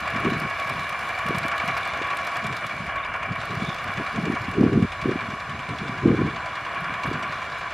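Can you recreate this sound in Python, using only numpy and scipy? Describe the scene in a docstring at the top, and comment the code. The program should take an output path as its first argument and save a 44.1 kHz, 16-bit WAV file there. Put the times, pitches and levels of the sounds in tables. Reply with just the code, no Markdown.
"""Dense metal clatter and diesel knocking: two single-cylinder walking tractors plough a dry field.
Each firing is a noise burst with a bright tick; impacts ring casing resonators under a gear whine.
Loose parts rattle, valves tick and exhausts rumble; the soil returns clatter, rattle, knocks and ticks.
Gusts buffet the microphone with low thumps over faint hiss; a few squeaks glide past later."""
import sys
import numpy as np
from scipy import signal
from scipy.fft import rfft, irfft, next_fast_len
from scipy.io import wavfile
from scipy.ndimage import uniform_filter1d, map_coordinates

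SR = 44100
rng = np.random.default_rng(int(sys.argv[2]) if len(sys.argv) > 2 else 0)


def waveform_to_disk(signal):
    """Save audio, clipped to [-1, 1], as 16-bit WAV at the path in sys.argv[1]."""
    frames = np.transpose(np.atleast_2d(signal))
    scaled = np.clip(frames, -1, 1) * 32767
    samples = np.round(scaled).astype(np.int16)
    wavfile.write(sys.argv[1], SR, samples)


N = 340893
TIME = np.arange(N) / SR


def undb(db):
    """Amplitude gain of a level in dB."""
    return 10 ** (np.asarray(db) / 20)


def level(x, db=0):
    """Scales x to an rms in dB."""
    return x * undb(db) / np.sqrt(np.mean(x ** 2))


def columns(table):
    """Columns of a curve table, interpolated to one value per sample."""
    s, *rest = np.transpose(table)
    return [np.interp(TIME, s, c) for c in rest]


def noise():
    """White Gaussian noise."""
    return rng.standard_normal(N)


def colour(x, spectrum):
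    """Filters x by (Hz, dB) points, linear in dB over log Hz, closed outside them; rms 1."""
    size = next_fast_len(N)
    hz, db = np.transpose(spectrum)
    axis = np.log(np.arange(size // 2 + 1) * SR / size + 1)
    gain = undb(np.interp(axis, np.log(hz), db, left=-120, right=-120))
    return level(irfft(rfft(x, size) * gain, size)[:N])


def walk(rate_hz):
    """Random levels held 1 / rate_hz and slewed twice; spread near 1."""
    k = int(SR / rate_hz)
    held = np.repeat(rng.standard_normal(N // k + 1), k)
    return 1.3 * uniform_filter1d(uniform_filter1d(held, k), k)[:N]


def bursts(times_s, dbs, rise_s, fall_s):
    """Envelope that swells at each time and dies away exponentially."""
    starts = np.zeros(N)
    index = np.clip((np.asarray(times_s) * SR).astype(int), 0, N - 1)
    np.add.at(starts, index, undb(dbs))
    t = TIME[:SR // 8]
    shape = (1 - np.exp(-t / rise_s)) ** 3 * np.exp(-t / fall_s)
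    return signal.oaconvolve(starts, shape / shape.max())[:N]


def blows(spread_db):
    """Gains of random blows, one per 128 samples; exponential in dB, capped."""
    size = np.minimum(rng.exponential(size=N // 128 + 1), 3.5)
    return np.repeat(undb(spread_db * size), 128)[:N]


def span(start_s, end_s, rise, fall):
    """Zero from start to end, sloping down before and after at rise and fall per s."""
    return np.minimum(0, rise * (TIME - start_s)) + np.minimum(0, fall * (end_s - TIME))


PATCH_HZ, PATCH_S = 430, .05  # grid on which the loudness of ringing parts varies


def patchy(spread_db):
    """Noise whose narrow bands come and go on their own, as when each blow rings other parts."""
    hz, s, z = signal.stft(noise(), SR, nperseg=512)
    cells = rng.standard_normal((int(hz[-1] / PATCH_HZ) + 2, int(s[-1] / PATCH_S) + 2))
    grid = np.meshgrid(hz / PATCH_HZ, s / PATCH_S, indexing="ij")
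    db = map_coordinates(cells, grid, order=1)
    return signal.istft(z * undb(1.4 * spread_db * db), SR)[1][:N]


KNOCK_SCATTER_DB, TICK_SCATTER_DB = 1.5, 3  # largest departure either way


def firings(speed, wait_cycles, force, tick_db, bright=()):
    """One row per engine cycle: time s, knock dB, tick dB above it; knock and tick scatter independently."""
    rate_hz, = columns(speed)
    cycles = np.cumsum(rate_hz) / SR - wait_cycles
    s = np.interp(np.arange(int(cycles[-1]) + 1), cycles, TIME)
    knock = KNOCK_SCATTER_DB * rng.uniform(-1, 1, len(s))
    tick = TICK_SCATTER_DB * rng.uniform(-1, 1, len(s))
    for when_s, extra_db in bright:
        tick[np.argmin(abs(s - when_s))] = extra_db
    force_db = np.interp(s, *np.transpose(force))
    return np.transpose([s, force_db + knock, tick_db + tick - knock])


# Speed of the sharp engine. Each row: time in seconds, firings per second.
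SHARP_SPEED = [(0, 10.096), (1.5, 10.209), (2.7, 10.053), (3.3, 10.197), (3.6, 10.363), (4.75, 10.457)]
# Its knock strength. Each row: time in seconds, level in dB.
SHARP_FORCE = [(0, -41), (.4, -41), (.7, -38), (1.0, -41.5), (1.4, -33.5), (1.7, -35.5), (2.0, -44),
               (2.2, -35.5), (2.6, -35), (2.76, -46.5), (3.2, -50), (3.55, -42), (3.95, -43), (4.1, -54),
               (4.35, -42), (4.62, -44), (4.8, -78)]
# Its brightest knocks. Each row: time in seconds, tick in dB above the usual.
BRIGHT_KNOCKS = [(.397, 9), (.891, 5), (1.382, 7.5), (1.775, 5), (2.168, 5), (2.366, 0), (3.453, 5),
                 (3.839, 5)]
SHARP_WAIT_CYCLES, SHARP_TICK_DB = .028, -11.5


def sharp_firings():
    """The engine with the sharp knock fires once per cycle at a nearly steady rate."""
    return firings(SHARP_SPEED, SHARP_WAIT_CYCLES, SHARP_FORCE, SHARP_TICK_DB, BRIGHT_KNOCKS)


# Speed of the engine that slows under load. 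Each row: time in seconds, firings per second.
SLOWING_SPEED = [(0, 11.59), (.7, 11.825), (1.7, 11.922), (2.6, 11.824), (3.1, 10.964), (4.3, 10.552),
                 (5.4, 10.386), (7.73, 10.42)]
# Its knock strength. Each row: time in seconds, level in dB.
SLOWING_FORCE = [(0, -32), (.2, -34.5), (.45, -38), (.85, -45), (1.1, -41), (1.3, -35.5), (1.75, -33),
                 (2.2, -36.5), (2.53, -35), (2.61, -43), (3.0, -43.5), (3.18, -37.5), (3.33, -39.5),
                 (3.41, -38), (4.0, -38), (4.25, -34), (4.6, -41.5), (4.95, -33), (5.2, -41), (5.5, -37),
                 (5.92, -38), (6.15, -44), (6.5, -35.5), (6.72, -40), (7.05, -34.5), (7.3, -34.5),
                 (7.5, -48), (7.73, -38)]
SLOWING_WAIT_CYCLES, SLOWING_TICK_DB = .858, -23


def slowing_firings():
    """The loaded engine fires once per cycle at a sagging rate."""
    return firings(SLOWING_SPEED, SLOWING_WAIT_CYCLES, SLOWING_FORCE, SLOWING_TICK_DB)


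# Clatter level. Each row: time in seconds, level in dB.
CLATTER_LEVEL = [(0, -26), (.43, -28), (.95, -29), (1.68, -26), (2.56, -28.5), (2.82, -31), (2.91, -29),
                 (3.72, -30.5), (3.92, -28.5), (4.6, -30.5), (4.8, -32.5), (5.2, -30), (5.4, -32.5),
                 (6.4, -30.5), (6.85, -30), (7.73, -30)]
# Casing resonances. Each row: frequency in Hz, width in Hz, relative level in dB,
# change as the machines turn away in dB per s.
CASINGS = [(717, 205, -8.5, 0), (1005, 23, -5, 1.5), (1060, 46, -12, 0), (1115, 19.3, -1, -0.44),
           (1134, 47, -7, 1), (1240, 83, -8, -1), (1431, 115, -1.5, 0.6), (1590, 140, -10.5, 1.8),
           (1685, 18, -9, -1.2), (2273, 47, -4.5, 0), (2324, 38, -6, -1), (2346, 104, -6.5, 0),
           (2880, 57, -20, -0.5), (3300, 140, -16.5, 1)]
# Hardest metal strokes on the casings. Each row: time in seconds, level in dB above the clatter.
STROKES = [(.148, 3), (.229, -1), (.296, 5), (.321, 1), (.406, -1), (.583, -6), (.677, -4), (.753, 1),
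           (.79, 3), (.924, 0), (.99, 3), (1.091, 6), (1.176, 2), (1.265, 2), (1.283, 6), (1.344, 7),
           (1.514, 0), (1.557, 5), (1.62, -3), (1.687, 9), (1.705, -1), (1.765, 5.5), (1.8, 0), (1.859, 2),
           (1.935, -1), (2.051, 6), (2.103, 0), (2.132, 5), (2.262, -1), (2.354, -6), (2.394, 1),
           (2.96, -1), (3.036, 1), (3.117, 4), (3.14, 10), (3.158, 6), (3.225, 8), (3.36, 7), (3.6, -2),
           (3.876, 2), (4.03, -4), (4.063, 0), (4.146, 3), (4.251, 0), (4.36, 8), (4.54, 3), (4.67, 5),
           (4.922, 3), (5.111, 1), (5.48, -2), (5.628, 3), (5.688, 2), (6.166, 1), (6.459, 2), (6.579, -3),
           (6.841, 4), (6.906, -4), (7.033, -9), (7.155, -9), (7.321, 7), (7.608, -4), (7.714, 3)]
# Broad clatter spectrum. Each row: frequency in Hz, relative density in dB per Hz.
CLATTER_SPECTRUM = [(200, -42), (300, -17), (450, -19), (700, -5.5), (900, -6.5), (1500, -6.5), (2100, -10),
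                    (2700, -12), (3500, -26), (4200, -67)]
STROKE_RISE_S, STROKE_FALL_S = 0.0005, 0.0063
THROB_REF_DB, THROB_FOLLOWS = -21, 0.37  # reference knock; dB of throb per dB of knock
SWELL_SHARE, SWELL_FALL_S = .45, .06  # clatter of the loaded engine sags through each cycle
WAVER_SHARE, WAVER_RATE_HZ = .0035, 3  # casing pitch wanders
CASING_TOP_HZ = 3380
GEAR_HZ, GEAR_DB = 678, -17  # level relative to the clatter
SURGE_DB, SURGE_RATE_HZ = .5, 7.0


def casings(impacts, throb):
    """Noisy impacts drive resonators; a varying delay wavers their pitch."""
    rings = 0
    for hz, width_hz, db, turn_db_s in CASINGS:
        drift = undb(1.2 * walk(18) + .6 * walk(2.5))
        drive = noise() * impacts * drift * (1 + 0.15 * throb)
        ring = level(signal.lfilter(*signal.iirpeak(hz, hz / width_hz, SR), drive), db)
        ring = ring * undb(turn_db_s * (TIME - TIME.mean()))
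        warped = TIME + np.cumsum(WAVER_SHARE * walk(WAVER_RATE_HZ)) / SR
        rings = rings + np.interp(warped, TIME, ring)
    return signal.sosfilt(signal.butter(8, CASING_TOP_HZ, fs=SR, output="sos"), rings)


def gear_whine():
    """Gear mesh: a sine with wandering pitch and level."""
    hz = GEAR_HZ * (1 + 0.00391 * walk(5))
    return undb(GEAR_DB + 1.5 * walk(3.96)) * np.sin(2 * np.pi * np.cumsum(hz) / SR)


def clatter(sharp, slowing):
    """Dense metal impacts, harder after each firing, ring the casings; a gear mesh whines."""
    s, knock_db, _ = np.r_[sharp, slowing].T
    throb = bursts(s, THROB_FOLLOWS * (knock_db - THROB_REF_DB), 0.00027, 0.0018)
    swell = bursts(slowing[:, 0], 0, .001, SWELL_FALL_S)
    strokes = bursts(*np.transpose(STROKES), STROKE_RISE_S, STROKE_FALL_S)
    impacts = blows(1.4) * np.hypot(1 + SWELL_SHARE * swell, strokes)
    rings = level(casings(impacts, throb))
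    broad = colour(noise() * impacts * (1 + 0.052 * throb), CLATTER_SPECTRUM)
    clatter_db, = columns(CLATTER_LEVEL)
    gain = undb(clatter_db + SURGE_DB * walk(SURGE_RATE_HZ))
    return gain * (level(rings + undb(0.5) * broad) + gear_whine())


KNOCK_PATCH_DB = 2.5


def knocks(rows, spectrum, tick_spectrum, rise_s, fall_s, tick_fall_s, tail_db):
    """Diesel knock: a burst of a few ms, a brighter tick on top, and the block ringing on."""
    s, db, tick_db = np.transpose(rows)
    body = bursts(s, db, rise_s, fall_s) + bursts(s, db + tail_db, 0.0019, 0.01)
    tick = bursts(s - rise_s, db + tick_db, 2 * rise_s, tick_fall_s)
    body_noise = colour(patchy(KNOCK_PATCH_DB), spectrum)
    tick_noise = colour(patchy(KNOCK_PATCH_DB), tick_spectrum)
    return body * body_noise + tick * tick_noise


# Loaded engine's knock spectrum. Each row: frequency in Hz, relative density in dB per Hz.
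SLOWING_KNOCK = [(1500, -18), (2300, 7), (3300, -4.5), (3800, -1), (4050, -8), (4300, -7), (5500, -13),
                 (8000, -19), (9000, -34)]
# Its dull tick spectrum. Each row: frequency in Hz, relative density in dB per Hz.
DULL_TICK = [(7500, -26), (8500, -5), (10000, -7), (12000, -26), (14000, -12), (15500, -39)]


def slowing_knocks(slowing):
    """Fast onset, long fall and a strong ringing tail."""
    return knocks(slowing, SLOWING_KNOCK, DULL_TICK, 0.00036, 0.0037, 0.0069, -4.0)


# Sharp engine's knock spectrum. Each row: frequency in Hz, relative density in dB per Hz.
SHARP_KNOCK = [(1800, -21), (2400, 4), (4000, 2), (6200, -6), (8000, -13.5), (9000, -39)]
# Bright tick spectrum, also of the valves. Each row: frequency in Hz, relative density in dB per Hz.
BRIGHT_TICK = [(5500, -20), (7500, -6), (8600, -3), (9500, -4), (9800, -1), (10100, -4), (12000, -5),
               (13500, -8), (15500, -20)]


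def sharp_knocks(sharp):
    """Short fall and a weak ringing tail."""
    return knocks(sharp, SHARP_KNOCK, BRIGHT_TICK, 0.0015, 0.0019, 0.0026, -12.0)


# Lone thin ticks. Each row: time in seconds, envelope peak in dB.
TICKS = [(6.8039, -55), (6.9364, -59), (7.0618, -54), (7.1916, -60), (7.5832, -55)]
VALVE_LEAD_S, VALVE_DB = 0.0233, -12  # level relative to the knock's tick


def valves(sharp):
    """A valve seats with a thin tick shortly before each sharp knock; a few lone ticks come later."""
    s, db, tick_db = np.transpose(sharp)
    scatter_db = 2.9 * rng.standard_normal(len(s))
    seats = bursts(s - VALVE_LEAD_S, db + tick_db + VALVE_DB + scatter_db, .0014, 0.006)
    lone = bursts(*np.transpose(TICKS), 0.0014, 0.0036)
    return (seats + lone) * colour(noise(), BRIGHT_TICK)


DULL_FROM_S, DULL_TO_S, DULL_EDGE_S = 2.9, 3.39, 0.033


def dullness():
    """1 while the treble briefly dulls, else 0, with sloping edges."""
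    slopes = span(DULL_FROM_S + DULL_EDGE_S, DULL_TO_S - DULL_EDGE_S, 0.94, 0.71)
    return np.clip(1 + slopes / DULL_EDGE_S, 0, 1)


# Fine rattle, changing as the machines draw away.
# Each row: time in seconds, level in dB, top band in dB above it.
RATTLE_LEVEL = [(0, -48.5, -17), (.6, -48, -17), (1.2, -48, -17), (2.4, -47, -19), (2.88, -55.5, -15),
                (3.41, -47, -21), (3.95, -49.5, -18), (4.4, -54.5, -15), (4.6, -53, -19), (5.3, -52.5, -22),
                (6.4, -50.5, -26), (6.8, -51.5, -17), (7.73, -49.5, -23)]
# Rattle spectrum. Each row: frequency in Hz, relative density in dB per Hz.
RATTLE_SPECTRUM = [(2800, 5.5), (3600, 16.5), (5000, 3.5), (7000, -2), (9000, -13), (10000, -63)]
# Top band spectrum. Each row: frequency in Hz, relative density in dB per Hz.
RATTLE_TOP = [(8000, -25), (9000, 0), (11000, -4), (13000, -8), (14800, -13), (15500, -25)]
DULL_RATTLE_DB, DULL_RATTLE_TOP_DB = -14, 10  # changes while dulled
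RATTLE_PATCH_DB = 2.5


def rattle():
    """Loose parts and flying grit: fine noise grains of uneven size."""
    rattle_db, top_db = columns(RATTLE_LEVEL)
    dull = dullness()
    rattle_db = rattle_db + DULL_RATTLE_DB * dull
    top_db = top_db + DULL_RATTLE_TOP_DB * dull + 1.6 * walk(3.19)
    grains = uniform_filter1d(blows(2.8), size=128)
    grit = patchy(RATTLE_PATCH_DB) * grains * undb(1.5 * walk(9))
    return undb(rattle_db) * (colour(grit, RATTLE_SPECTRUM) + undb(top_db) * colour(grit, RATTLE_TOP))


# Dips of the soil path. Each row: frequency in Hz, width in Hz, depth from 0 to 1.
GROUND_DIPS = [(880, 90, .68), (1300, 70, .35), (2600, 150, .62), (3135, 130, .55), (3780, 130, .35)]
GROUND_ECHO_S, GROUND_SHARE = 0.001768, 0.18


def ground(x):
    """The second path off the soil arrives later and combs the spectrum, deepest at a few dips."""
    lag = int(GROUND_ECHO_S * SR)
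    echo = np.r_[np.zeros(lag), x[:-lag]]
    x = (x + GROUND_SHARE * echo) / np.hypot(1, GROUND_SHARE)
    for hz, width_hz, depth in GROUND_DIPS:
        x = x - min(depth, 1) * signal.lfilter(*signal.iirpeak(hz, hz / width_hz, SR), x)
    return x


# Exhaust spectrum. Each row: frequency in Hz, relative density in dB per Hz.
RUMBLE = [(20, -21), (40, 12), (62, 16), (100, 20), (160, -6), (250, -41.5), (400, -30)]
RUMBLE_DB = -48


def exhausts():
    """Exhaust rumble: low noise of wandering level."""
    return undb(RUMBLE_DB + 2.9 * walk(2.89)) * colour(noise(), RUMBLE)


# Hiss alike in left and right. Each row: frequency in Hz, relative density in dB per Hz.
ALIKE_HISS = [(2500, -7.5), (4000, 3.5), (7000, -8.5), (10000, -15.5), (12000, -21.5), (14000, -34),
              (15500, -61)]
# Wide hiss, opposite in left and right. Each row: frequency in Hz, relative density in dB per Hz.
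WIDE_HISS = [(1700, -35), (1980, 5), (2150, -20), (2400, 1), (3500, -6), (5000, -4.5), (9000, -12.5),
             (12000, -12.5), (15000, -19), (15600, -29)]
ALIKE_HISS_DB, WIDE_HISS_DB = -52, -54  # at the start
HISS_FADE_DB_S, DULL_HISS_DB = -0.43, -4.5  # steady fade; change while dulled


def hiss():
    """Faint diffuse hiss, fading slowly: mid and side."""
    gain = undb(DULL_HISS_DB * dullness() + HISS_FADE_DB_S * TIME)
    alike = gain * undb(ALIKE_HISS_DB) * colour(noise(), ALIKE_HISS)
    wide = gain * undb(WIDE_HISS_DB) * colour(noise(), WIDE_HISS)
    return alike, wide


# Gusts on the microphone. Each row: start in seconds, length in seconds, low buffeting in dB,
# upper part in dB above it.
GUSTS = [(0.026, 0.025, -40.5, -12), (0.14, 0.08, -35, -6.5), (0.252, 0.032, -27.5, -1.5),
         (0.33, 0.047, -31, -6), (0.43, 0.023, -36, -2), (0.712, 0.14, -39, -10),
         (1.265, 0.09, -36.5, -3.5), (1.412, 0.057, -38, -7.5), (1.684, 0.024, -36, -9),
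         (1.936, 0.03, -45, -12), (2, 0.016, -41, -7), (2.437, 0.1, -37, -8.5), (2.65, 0.018, -39, -20),
         (2.74, 0.13, -39.5, -10.5), (3.293, 0.026, -33, -11), (3.387, 0.018, -37.5, -19),
         (3.5, 0.14, -35.5, -5.5), (3.69, 0.02, -38, -3), (3.856, 0.04, -34.5, -10),
         (3.978, 0.035, -34.5, -5.5), (4.157, 0.046, -30, -6.5), (4.244, 0.1, -34.5, -0.5),
         (4.42, 0.089, -36, -10.5), (4.58, 0.095, -22, 1), (4.68, .022, -25.5, -2),
         (4.725, .04, -24.5, -2.5), (4.764, 0.088, -23.5, -2.5), (5.066, 0.021, -28.5, -1),
         (5.083, 0.042, -39, 6.5), (5.16, 0.091, -39.5, -10), (5.31, 0.04, -45.5, 1),
         (5.496, 0.095, -37.5, -12.5), (5.708, 0.031, -35.5, -1.5), (5.826, 0.025, -31.5, -4.5),
         (5.873, 0.15, -39.5, -7.5), (6.037, .01, -27, -14), (6.057, 0.084, -21.5, 0.5),
         (6.155, .02, -29, -3), (6.189, 0.09, -26.5, -5), (6.296, 0.058, -37, -4),
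         (6.786, 0.18, -41.5, -8.5), (7.06, 0.05, -33, -5), (7.137, 0.018, -35, -4),
         (7.166, .13, -38.5, -7.5)]
BREEZE_DB, BREEZE_UPPER_DB = -49, -7  # upper part relative to the low part
GUST_RISE_DB_S, GUST_FALL_DB_S = 597, 374
STRONG_GUST_DB, STRONG_FALL_DB_S = -26, 1800  # gusts above this level stop short


def gusting():
    """Each gust swells, holds and dies down over a light breeze: gains of low and upper part."""
    low, upper = undb(BREEZE_DB), undb(BREEZE_DB + BREEZE_UPPER_DB)
    for s, length_s, db, upper_db in GUSTS:
        fall = STRONG_FALL_DB_S if db > STRONG_GUST_DB else GUST_FALL_DB_S
        gust = undb(db + span(s, s + length_s, GUST_RISE_DB_S, fall))
        low = np.hypot(low, gust)
        upper = np.hypot(upper, gust * undb(upper_db))
    return low, upper


# Single hard eddies. Each row: time in seconds, peak in dB, pitch in Hz.
EDDIES = [(0.163, -21, 202), (0.254, -14, 280), (0.269, -13.5, 221), (0.323, -15, 247), (0.371, -21, 161),
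          (.422, -22, 215), (.452, -22, 172), (0.662, -31, 150), (1.263, -23, 180), (1.297, -21, 160),
          (1.309, -15.5, 365), (1.352, -21, 175), (1.378, -22, 140), (1.453, -22.5, 240), (1.642, -26, 200),
          (1.686, -25, 200), (2.017, -20.5, 380), (2.465, -27, 128), (2.808, -24.5, 170), (3.317, -21, 160),
          (3.576, -20.5, 135), (3.625, -17, 195), (3.69, -18, 164), (3.896, -31, 156), (3.984, -22.5, 160),
          (3.999, -23, 317), (4.011, -21.5, 250), (4.188, -16, 206), (4.24, -17.5, 183),
          (4.284, -16.5, 229), (4.302, -11.5, 257), (4.339, -19, 237), (4.412, -25, 130),
          (4.486, -18.5, 212), (4.585, -11, 294), (4.595, -16, 260), (4.612, -5.5, 245), (4.632, -18, 680),
          (4.64, -4, 282), (4.666, -7.5, 272), (4.682, -14, 169), (4.7, -21, 200), (4.75, -17, 180),
          (4.761, -13, 250), (4.778, -5.5, 242), (4.801, -16, 199), (4.829, -7, 182), (4.851, -16, 182),
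          (5.03, -25, 140), (5.059, -10.5, 286), (5.094, -11, 346), (5.117, -16, 342), (5.16, -15, 260),
          (5.289, -24, 200), (5.338, -24.5, 191), (5.691, -28, 150), (5.819, -22.5, 180), (5.897, -20, 203),
          (6.06, -4, 274), (6.081, -6, 203), (6.092, -13, 330), (6.107, -8, 230), (6.117, -13.5, 350),
          (6.129, -11, 190), (6.143, -12, 230), (6.148, -13, 370), (6.192, -12.5, 261), (6.202, -14, 250),
          (6.219, -10.5, 326), (6.235, -15, 150), (6.25, -16, 202), (6.259, -18, 276), (6.288, -21, 230),
          (7.08, -21, 140), (7.094, -24, 110), (7.116, -17, 326), (7.144, -24, 150), (7.158, -23, 200)]
# Low buffeting spectrum. Each row: frequency in Hz, relative density in dB per Hz.
WIND_LOW = [(20, -43), (50, -24), (80, -9.5), (115, -2), (165, -1.5), (230, -8.5), (300, -23.5)]
# Upper buffeting spectrum. Each row: frequency in Hz, relative density in dB per Hz.
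WIND_HIGH = [(200, -18.5), (260, -1), (400, 1), (490, -4.5), (545, -18), (750, -22), (900, -38)]
# Spectrum of the wide part of the gusts. Each row: frequency in Hz, relative density in dB per Hz.
WIND_SIDE = [(140, -33), (180, -14), (260, -3), (380, 4), (480, 3), (560, -9.5), (1200, -20), (1900, -22),
             (2300, -43)]
EDDY_CALM = .6  # share of the buffeting that a hard eddy displaces
WIND_WIDTH_DB, WIND_WIDTH_GROWTH = -7.5, 1.52  # side gain; exponent on the upper gain


def wind():
    """Eddies of uneven strength shake the membranes; strong gusts sound wider: mid and side."""
    low, upper = gusting()
    flutter = noise() * undb(1.8 * walk(80))
    mid = low * colour(flutter, WIND_LOW) + upper * colour(flutter, WIND_HIGH)
    t = TIME[:1024] - 512 / SR
    phases = rng.uniform(0, 2 * np.pi, len(EDDIES))
    for (s, db, hz), phase in zip(EDDIES, phases):
        start = int(s * SR) - 512
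        shape = np.exp(-(t * hz / .7) ** 2)
        mid[start:start + len(t)] *= 1 - EDDY_CALM * shape
        mid[start:start + len(t)] += undb(db) * shape * np.cos(2 * np.pi * hz * t - phase)
    side = upper ** WIND_WIDTH_GROWTH * undb(WIND_WIDTH_DB) * colour(noise(), WIND_SIDE)
    return mid, side


# Faint squeaks. Each row: start in seconds, length in seconds, start pitch in Hz, end pitch in Hz,
# peak in dB.
SQUEAKS = [(2.978, .018, 3670, 3500, -41), (3.026, 0.024, 3500, 3820, -40), (3.055, 0.02, 4850, 4850, -47),
           (3.158, 0.015, 4860, 4950, -54), (3.35, .018, 3600, 3630, -48)]


def squeaks():
    """Short whistles: sines gliding linearly under a Hann window."""
    out = np.zeros(N)
    for s, length_s, start_hz, end_hz, db in SQUEAKS:
        size, start = int(length_s * SR), int(s * SR)
        phase = 2 * np.pi * np.cumsum(np.linspace(start_hz, end_hz, size)) / SR
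        out[start:start + size] += undb(db) * np.hanning(size) * np.sin(phase)
    return out


LEAN_BAND_HZ, LEAN_DB = (2800, 6000), -25  # this band sits slightly to the right


def scene():
    """Sums the sources as mid and side and returns left and right."""
    sharp, slowing = sharp_firings(), slowing_firings()
    machines = clatter(sharp, slowing) + slowing_knocks(slowing) + sharp_knocks(sharp)
    machines = machines + valves(sharp) + rattle()
    hiss_mid, hiss_side = hiss()
    wind_mid, wind_side = wind()
    mid = ground(machines) + exhausts() + hiss_mid + wind_mid + squeaks()
    band = signal.butter(4, LEAN_BAND_HZ, "bandpass", fs=SR, output="sos")
    lean = undb(LEAN_DB) * signal.sosfiltfilt(band, mid)
    side = wind_side - lean + hiss_side
    return np.array([mid + side, mid - side])


TOP_HZ = 15600


def record(dry):
    """The recorder cuts the top steeply with an elliptic low-pass."""
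    return signal.sosfilt(signal.ellip(10, .2, 80, TOP_HZ, fs=SR, output="sos"), dry)


dry = scene()
out = record(dry)
waveform_to_disk(out)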